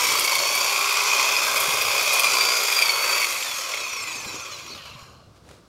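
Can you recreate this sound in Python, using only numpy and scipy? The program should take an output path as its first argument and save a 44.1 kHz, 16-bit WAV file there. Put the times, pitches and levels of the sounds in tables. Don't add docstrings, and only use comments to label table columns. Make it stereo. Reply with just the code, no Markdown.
import sys
import numpy as np
from scipy import signal
from scipy.fft import rfft, irfft, next_fast_len
from scipy.io import wavfile
from scipy.ndimage import uniform_filter1d, map_coordinates

SR = 44100
rng = np.random.default_rng(int(sys.argv[2]) if len(sys.argv) > 2 else 0)


def wav_out(sig):
    wavfile.write(sys.argv[1], SR, np.round(np.clip(np.atleast_2d(sig).T, -1, 1) * 32767).astype(np.int16))


N = 250482

PINION_TEETH, WHEEL_TEETH = 6, 79
FULL_HZ = 2400
TOP_HZ = 15750
OFF_S, UNLOAD_S = 3.21, 0.065
DRY_HZ_PER_S, DRAG_KNEE_HZ, STOP_S = 722.6, 1572, 5.318

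# time in seconds, gear tooth rate in Hz.
POWERED_SPEED = [(0, 2330), (.15, 2272), (.45, 2218), (.7, 2385), (1, 2470), (1.3, 2482), (1.56, 2488),
                 (1.64, 2440), (2.1, 2485), (2.32, 2368), (2.47, 2343), (2.6, 2404), (2.72, 2422),
                 (2.82, 2372), (2.91, 2217), (3.05, 2261), (3.2, 2320)]
# time in seconds, effort in dB.
CUTTING_EFFORT = [(0, 2), (.35, 0.5), (.75, -1.5), (1.2, 1), (1.55, -3), (1.9, -2), (2.3, 1.5), (2.7, -2),
                  (2.93, -3), (3.2, -2)]
# centre in Hz, width in Hz, relative gain in dB.
BODY_MODES = [(410, 44, -18.5), (555, 127, -9), (1097, 205, -3), (1320, 127, -9), (2186, 277, -1.5),
              (2490, 247, 2), (3374, 510, -3), (4520, 540, -6), (5555, 830, -7), (6810, 770, -9.5),
              (9070, 1100, -15), (11650, 2700, -15.5), (14200, 1900, -22.5)]
# frequency in Hz, relative density in dB per Hz.
FRICTION_SPECTRUM = [(30, -77), (120, -57), (250, -27.5), (400, -18), (1500, -11), (1800, -18.5),
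                     (2850, -31), (6000, -15.5), (8000, -17.5), (16000, -32.5)]
# lower edge in Hz, upper edge in Hz.
BODY_BAND_EDGES = [(0, 1700), (1700, 3800), (3800, 7800), (7800, 15700)]
# level in dB at full speed before effort, share of the effort,
# drop without power in dB, dB lost per tenfold slowing, tooth rate in Hz below which it dies.
SLIDING_LEVELS = [(-28.5, 0.33, 4, 17.5, 43), (-26.5, 0.49, 4, 18.5, 500), (-26.5, .9, 0.5, 26, 67),
                  (-33, 0.24, 2.1, 24, 140)]
# time in seconds, gain in dB.
HISS_GAIN = [(0, 1.5), (.3, 0.6), (.7, -1), (1.4, -2), (1.65, 1.5), (1.9, 0), (2.2, 0.5), (3.5, .5),
             (3.9, -3.5)]
# gearbox ring in dB, twig snap in dB.
TWIG_CLACKS = [(0.039, -10, -11, -18), (0.195, -13, -11, -4.5), (0.248, -11.5, -11, -7.5),
               (0.3183, -7.5, -14, -19), (0.3518, -6.5, -9.5, -14), (0.3885, -5, -24, -24),
               (0.4244, -11.5, -38, -18.5), (0.5506, -11, -11, -10), (1.3643, -4, -12, -32),
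               (1.568, -9.5, -31, -13), (1.6023, -14.5, -21, -3), (1.8125, -7, -14.5, -18),
               (1.9789, -13.5, -5.5, -25), (2.132, -11, -9.5, -5), (2.1948, -12, -0.5, -2.5),
               (2.2425, -9, -6.5, -17.5), (2.4083, -8, -5.5, -17), (2.724, -9.5, -5, -14.5),
               (2.788, -9.5, -10.5, -15.5), (2.822, -3.5, -7.5, -21.5), (2.8564, -6, -13.5, -27.5),
               (2.8923, -6, -6.5, -24.5), (3.2257, -15, -2.5, -36), (3.2428, -8.5, -8, -17),
               (3.736, -15.5, -5.5, -31)]
# frequency in Hz, gain in dB.
HOUSING_RADIATION = [(200, -28), (600, -16), (1150, 0), (1700, -13), (2400, -3), (3400, -6), (4200, 4.5),
                     (5100, -5.5), (5800, 2.5), (6900, 2), (7700, 0.5), (10000, -19), (12000, -37),
                     (16000, -34)]
OVERTONE_LEVELS = [-3, -2, -0.5, -8.5, -1, -1.5, 1.5, -3.5, -8, -8, -13, -8.5]
# time in seconds, level in dB before the body resonances.
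OCTAVE_LEVEL = [(0, -40), (.35, -31.5), (.55, -28), (.9, -36.5), (2.15, -36.5), (2.45, -23.5), (2.65, -31),
                (2.92, -25.5), (3.15, -28), (3.3, -42), (3.55, -33.5), (3.9, -37.5), (4.5, -34.5)]
ROTOR_LEVELS = [-46.5, -45.5, -47]
# time in seconds, level in dB before the channel balance.
BREEZE_LEVEL = [(0, -52), (.8, -63.5), (1.5, -54), (1.75, -48), (2.4, -66), (3.7, -63), (4.2, -51.5),
                (5, -48.5), (5.68, -51.5)]
# frequency in Hz, relative density in dB per Hz.
BREEZE_SPECTRUM = [(15, -42), (30, -34), (60, -2.5), (95, 2.5), (130, 1.5), (180, -6.5), (300, -14),
                   (700, -12), (2000, -93)]
# frequency in Hz, relative density in dB per Hz.
GARDEN_SPECTRUM = [(100, -24.5), (250, -4.5), (550, -9), (800, -14), (1200, -6.5), (1800, -21),
                   (5000, -18.5), (15500, -38)]
# start in seconds, level in dB, pitch in Hz, 60 dB decay in seconds.
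THUDS = [(1.683, -33, 165, 0.062), (4.26, -35, 107, 0.076), (4.267, -33, 220, 0.046),
         (4.343, -25, 304, 0.022), (4.703, -34, 282, 0.039), (4.952, -38, 125, 0.11),
         (5.025, -39, 85, 0.13), (5.269, -44.5, 94, 0.06), (5.418, -48, 129, 0.043)]
# centre in Hz, width in Hz, relative gain in dB.
LOOSE_BLADE_MODES = [(1260, 150, -9), (2820, 340, 2.5), (4160, 290, 0.5), (5030, 200, -3)]
# centre in Hz, width in Hz, relative gain in dB.
GEARCASE_MODES = [(2490, 144, 0)]
# centre in seconds, level in dB, half length in seconds.
CLOTH_SWELLS = [(4.25, -49.5, 0.237), (4.72, -51, 0.07)]
# centre in seconds, level in dB, half length in seconds.
GRASS_SWELLS = [(5.365, -56, 0.022), (5.52, -50.5, 0.074), (5.66, -75, 0.071)]
# frequency in Hz, relative density in dB per Hz.
STALK_SPECTRUM = [(100, -17), (350, 3.5), (750, -4), (1500, -11), (4000, -13.5), (10000, -21.5),
                  (15500, -35)]
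# start in seconds, level in dB.
STALK_CRACKS = [(5.489, -46), (5.511, -46.5), (5.541, -55)]
# time in seconds, delay in seconds.
LAWN_DELAY = [(3.9, .0031), (4.8, 0.00069)]
# frequency in Hz, share from 0 to 1.
DIRECT_SHARE = [(100, .3), (400, 0.2), (1100, 0.3), (2400, 0.7), (4500, 1), (7000, .15), (16000, .05)]
# frequency in Hz, side minus mid in dB.
SIDE_GAIN = [(100, -1.5), (250, -16.5), (400, -26.5), (700, 0), (1100, -13.5), (1700, 5.5), (2400, -13.5),
             (3300, -4), (4500, -1.5), (7000, 2), (10000, -1), (15000, 0)]
# frequency in Hz, left minus right in dB.
LEFT_RIGHT = [(250, 1), (420, 4.5), (650, 1), (1100, 0.6), (2400, -2.5), (4400, 2.5), (8000, 1),
              (12000, -1)]


def amp(db):
    return 10 ** (np.asarray(db) / 20)


def unit(x):
    return x / np.sqrt(np.mean(x ** 2) + 1e-20)


def along(points, hz):
    knots_hz, values = np.transpose(points)
    return np.interp(np.log(hz + 1), np.log(knots_hz + 1), values)


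def curves(rows):
    s, *columns = np.transpose(rows)
    return [np.interp(np.arange(N) / SR, s, column) for column in columns]


def wobble(rate):
    knots = rng.standard_normal(int(N * rate / SR) + 4)
    return map_coordinates(knots, [np.arange(N) * rate / SR])


def filtered(x, response):
    m = next_fast_len(N + 8192)
    return irfft(rfft(x, m) * response(np.fft.rfftfreq(m, 1 / SR)), m)[..., :N]


def noise(spectrum):
    white = rng.standard_normal((2, N))
    return unit(filtered(white, lambda hz: amp(along(spectrum, hz))))


def burst(s, rise, fall):
    t = np.arange(SR // 20) / SR
    shape = (1 - np.exp(-t / rise)) ** 2 * np.exp(-t / fall)
    start = int(s * SR)
    return slice(start, start + len(t)), shape / shape.max()


def swells(rows):
    t = np.arange(N) / SR
    return sum(amp(db) * np.exp(-((t - s) / half_s) ** 2) for s, db, half_s in rows)


def resonant(modes, hz):
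    power = 0
    for centre, width, db in modes:
        power = power + amp(db) ** 2 / (1 + 2 * ((hz - centre) / width) ** 2) ** 2
    return np.sqrt(power)


def tooth_rate():
    left_s = STOP_S - np.arange(N) / SR
    angle = np.clip(left_s * DRY_HZ_PER_S / DRAG_KNEE_HZ, 0, np.arctan(2))
    coast_hz = DRAG_KNEE_HZ * np.tan(angle)
    return np.minimum(curves(POWERED_SPEED)[0], coast_hz)


def coasting():
    return np.clip((np.arange(N) / SR - OFF_S) / UNLOAD_S, 0, 1)


def slowed(tooth_hz, decade_db, stall_hz=90):
    return amp(decade_db * np.log10(tooth_hz / FULL_HZ + 1e-6)) * np.tanh(tooth_hz / stall_hz)


def body(hz):
    return np.hypot(resonant(BODY_MODES, hz), amp(along(FRICTION_SPECTRUM, hz)))


def body_bands(drive):
    rung = filtered(drive, body)
    return [unit(filtered(rung, lambda hz: (hz >= lo) & (hz < hi))) for lo, hi in BODY_BAND_EDGES]


def swing(x, depth_db=2.16):
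    z = signal.stft(x, nperseg=1024)[2]
    field = rng.standard_normal(z.shape)
    field = uniform_filter1d(field, size=4, axis=1)
    field = uniform_filter1d(field, size=22, axis=2)
    return signal.istft(z * amp(depth_db * unit(field)), nperseg=1024)[1][:, :N]


def rubbing(teeth, knock_db=1.5, shaft_db=0.5, chatter_db=0.75, grain_db=1.53, fall=0.43):
    strokes = 2 * teeth / WHEEL_TEETH
    force = (.5 + rng.random(int(strokes.max()) + 1))[strokes.astype(int)]
    jolt = unit(force * np.exp(-(strokes % 1) / fall))
    shaft = np.cos(2 * np.pi * teeth / PINION_TEETH)
    pressure_db = knock_db * jolt + shaft_db * shaft + chatter_db * wobble(170) + grain_db * wobble(1800)
    return swing(amp(pressure_db) * rng.standard_normal((2, N)))


def grind(tooth_hz, teeth, drift_db=0.17, flutter_db=-0.31):
    housing, gearbox, blade, hiss = body_bands(rubbing(teeth))
    bands = housing, gearbox, blade, hiss * amp(curves(HISS_GAIN)[0])
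    effort_db, = curves(CUTTING_EFFORT)
    out = 0
    for band, (db, share, off_db, decade_db, stall_hz) in zip(bands, SLIDING_LEVELS):
        level_db = db + share * effort_db - off_db * coasting()
        level_db = level_db + drift_db * wobble(4.94) + flutter_db * wobble(22.02)
        out = out + band * amp(level_db) * slowed(tooth_hz, decade_db, stall_hz)
    return out


def catches(tooth_hz, teeth, catch_db=-20.5, scatter_db=3, ring_db=-5.0, snap_db=-16, decade_db=17):
    stroke = WHEEL_TEETH / 2
    reversals = np.searchsorted(teeth, np.arange(1, teeth[-1] / stroke - 2) * stroke)
    chance_db = np.clip(rng.standard_normal((len(reversals), 2)), -2, 2) * scatter_db
    speed_db = decade_db * np.log10(tooth_hz / FULL_HZ + 1e-6)
    level_db = catch_db + curves(CUTTING_EFFORT)[0] + speed_db
    return [(n / SR, level_db[n] + size, ring_db - dry / 2, snap_db + dry / 2)
            for n, (size, dry) in zip(reversals, chance_db)]


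def clacks(tooth_hz, teeth, gearbox_db=-3, blade_db=-17, follow=0.44, snap_db=-4.5, tonal=0.87):
    _, gearbox, blade, snap = body_bands(rng.standard_normal((2, N)))
    tonal = tonal * (1 - coasting() ** 2)
    noisy = np.sqrt(1 - tonal ** 2)

    def hammer(k):
        return np.sqrt(2) * np.sin(2 * np.pi * k * teeth + .5 * wobble(400))

    octave_db, = curves(OCTAVE_LEVEL)
    gearbox = tonal * hammer(1) + noisy * gearbox
    blade = (tonal * hammer(2) + noisy * blade) * amp(follow * (octave_db - octave_db.mean()))
    out = np.zeros((2, N))
    for s, db, ring, crack in list(TWIG_CLACKS) + catches(tooth_hz, teeth):
        at, swell = burst(s, rise=.0012, fall=.0038)
        _, sharp = burst(s, rise=0.00023, fall=0.0076)
        metal = amp(ring + gearbox_db) * gearbox[:, at] + amp(blade_db) * blade[:, at]
        wood = amp(crack + snap_db) * snap[:, at]
        out[:, at] += amp(db) * (swell * metal + sharp * wood)
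    return out


def whine(tooth_hz, teeth, jitter=0.034, rough_db=4.5, slack=0.23, eccentric=0.22, lobes_db=2,
          tooth_db=-37, tooth_off_db=6, upper_db=-42, upper_free_db=4, decade_db=3, fade_hz=420,
          low_decade_db=14, low_fade_hz=600, ringing=0.52):
    free = coasting()
    loose = 1 + slack * free
    phase = 2 * np.pi * (teeth + loose * jitter * wobble(70) + 0.011 * wobble(300))

    def tone(k):
        size = unit(amp(loose * rough_db * wobble(60) + lobes_db * wobble(14)))
        drift = np.array([np.zeros(N), 2 * wobble(4)])
        return np.sqrt(2) * size * np.sin(k * phase + drift)

    overtones, power = 0, 1
    for k, db in enumerate(OVERTONE_LEVELS, 3):
        gain = amp(db + along(HOUSING_RADIATION, k * tooth_hz)) * (k * tooth_hz < TOP_HZ)
        overtones = overtones + gain * tone(k)
        power = power + gain ** 2
    overtones = overtones / np.sqrt(power)
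    overtones = overtones * (1 + eccentric * np.cos(phase / PINION_TEETH))
    overtones = overtones * amp(upper_db + upper_free_db * free)
    levels_db = tooth_db - tooth_off_db * free, curves(OCTAVE_LEVEL)[0]
    lowest = sum(amp(db) * body(k * tooth_hz) ** ringing * tone(k) for k, db in enumerate(levels_db, 1))
    fade = lambda hz: np.tanh(tooth_hz / hz)
    return (overtones * slowed(tooth_hz, decade_db, fade_hz) * fade(fade_hz / 2)
            + lowest * slowed(tooth_hz, low_decade_db, low_fade_hz) * fade(low_fade_hz))


def rotor(tooth_hz, teeth, slowing=6, unsteady=0.15):
    angle = 2 * np.pi * teeth / PINION_TEETH + unsteady * wobble(30)
    hum = 0
    for k, db in enumerate(ROTOR_LEVELS, 1):
        hum = hum + amp(db + 1.6 * wobble(25)) * np.sqrt(2) * np.sin(k * angle)
    hum = filtered(hum, lambda hz: amp(along([(120, -40), (290, 3.5), (400, -1)], hz)))
    return hum * (tooth_hz / tooth_hz.max()) ** slowing * np.array([[1], [0]])


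def twigs(count=70, snip_db=-30, scatter_db=1.0):
    snips = np.zeros(N)
    for when, size in rng.random((count, 2)):
        at, shape = burst(when * OFF_S, rise=.0002, fall=0.0019)
        snips[at] += amp(snip_db + scatter_db * 2 * size) * shape
    return snips * noise([(1000, -25), (3000, -7), (7000, -15.5), (12000, 10.5), (16000, 2.5)])


def outdoors(garden_db=-58, gust_db=-2.5):
    buffet = unit(noise(BREEZE_SPECTRUM) * amp(gust_db * wobble(19)))
    buffet = buffet + 0.14 * buffet[::-1]
    breeze = amp(curves(BREEZE_LEVEL)[0]) * buffet * amp([[1.5], [-2.5]])
    return breeze + amp(garden_db) * spread(noise(GARDEN_SPECTRUM))


def steps():
    out, t = np.zeros(N + SR), np.arange(SR // 5) / SR
    for s, db, hz, t60 in THUDS:
        thud = np.sin(2 * np.pi * hz * t) + 0.36 * np.sin(2 * np.pi * 1.29 * hz * t)
        envelope = amp(db - 60 * t / t60) * (1 - np.exp(-t / 0.00099))
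        out[int(s * SR):][:len(t)] += envelope * thud
    return out[:N] * amp([[1], [-1]])


def rattle(tooth_hz, teeth, loose_db=-53, shake_db=6.5, shake_hz=390, width_hz=130, decade_db=3,
           chatter_db=-37, chatter_hz=750):
    ring = lambda modes: unit(filtered(rubbing(teeth), lambda hz: resonant(modes, hz)))
    level_db = loose_db + shake_db * np.exp(-((tooth_hz - shake_hz) / width_hz) ** 2)
    blades = amp(level_db) * slowed(tooth_hz, decade_db) * ring(LOOSE_BLADE_MODES)
    gears = amp(chatter_db) * np.tanh((tooth_hz / chatter_hz) ** 2) ** 2 * ring(GEARCASE_MODES)
    return coasting() * (blades + gears)


def brushing(flutter_db=3.0):
    cloth = noise([(80, -26), (180, -10.5), (300, -2.5), (400, -1), (600, -18), (2000, -49)])
    return swells(CLOTH_SWELLS) * amp(flutter_db * wobble(35)) * cloth


def grass(crackle_db=-1.5):
    cracks = np.zeros(N)
    for s, db in STALK_CRACKS:
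        at, shape = burst(s, rise=.0005, fall=0.0034)
        cracks[at] += amp(db) * shape
    rustle = swells(GRASS_SWELLS) * unit(noise(STALK_SPECTRUM) * amp(crackle_db * wobble(220)))
    return rustle + cracks * noise([(500, -18), (1700, 2), (4000, -1), (10000, -10), (15500, -24)])


def lawn(x, strength=0.06):
    n = np.arange(N)
    source = n - curves(LAWN_DELAY)[0] * SR
    echo = np.array([np.interp(source, n, channel) for channel in x])
    return (x + strength * echo) / np.sqrt(1 + strength ** 2)


def spread(pair):
    mid, diffuse = pair
    share = lambda hz: np.clip(along(DIRECT_SHARE, hz), 0, 1)
    side = filtered(mid, lambda hz: -1j * share(hz))
    side = side + filtered(diffuse, lambda hz: np.sqrt(1 - share(hz) ** 2))
    side = filtered(side, lambda hz: amp(along(SIDE_GAIN, hz)))
    return np.array([filtered(mid + sign * side, lambda hz: amp(sign * along(LEFT_RIGHT, hz) / 2))
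                     for sign in (1, -1)])


def scene():
    tooth_hz = tooth_rate()
    teeth = np.cumsum(tooth_hz) / SR
    blades = lawn(grind(tooth_hz, teeth) + rattle(tooth_hz, teeth)) + clacks(tooth_hz, teeth)
    trimmer = blades + whine(tooth_hz, teeth) + rotor(tooth_hz, teeth)
    return spread(trimmer + twigs() + brushing() + grass()) + steps() + outdoors()


def record(dry):
    return filtered(dry, lambda hz: hz < TOP_HZ)


dry = scene()
out = record(dry)
wav_out(out)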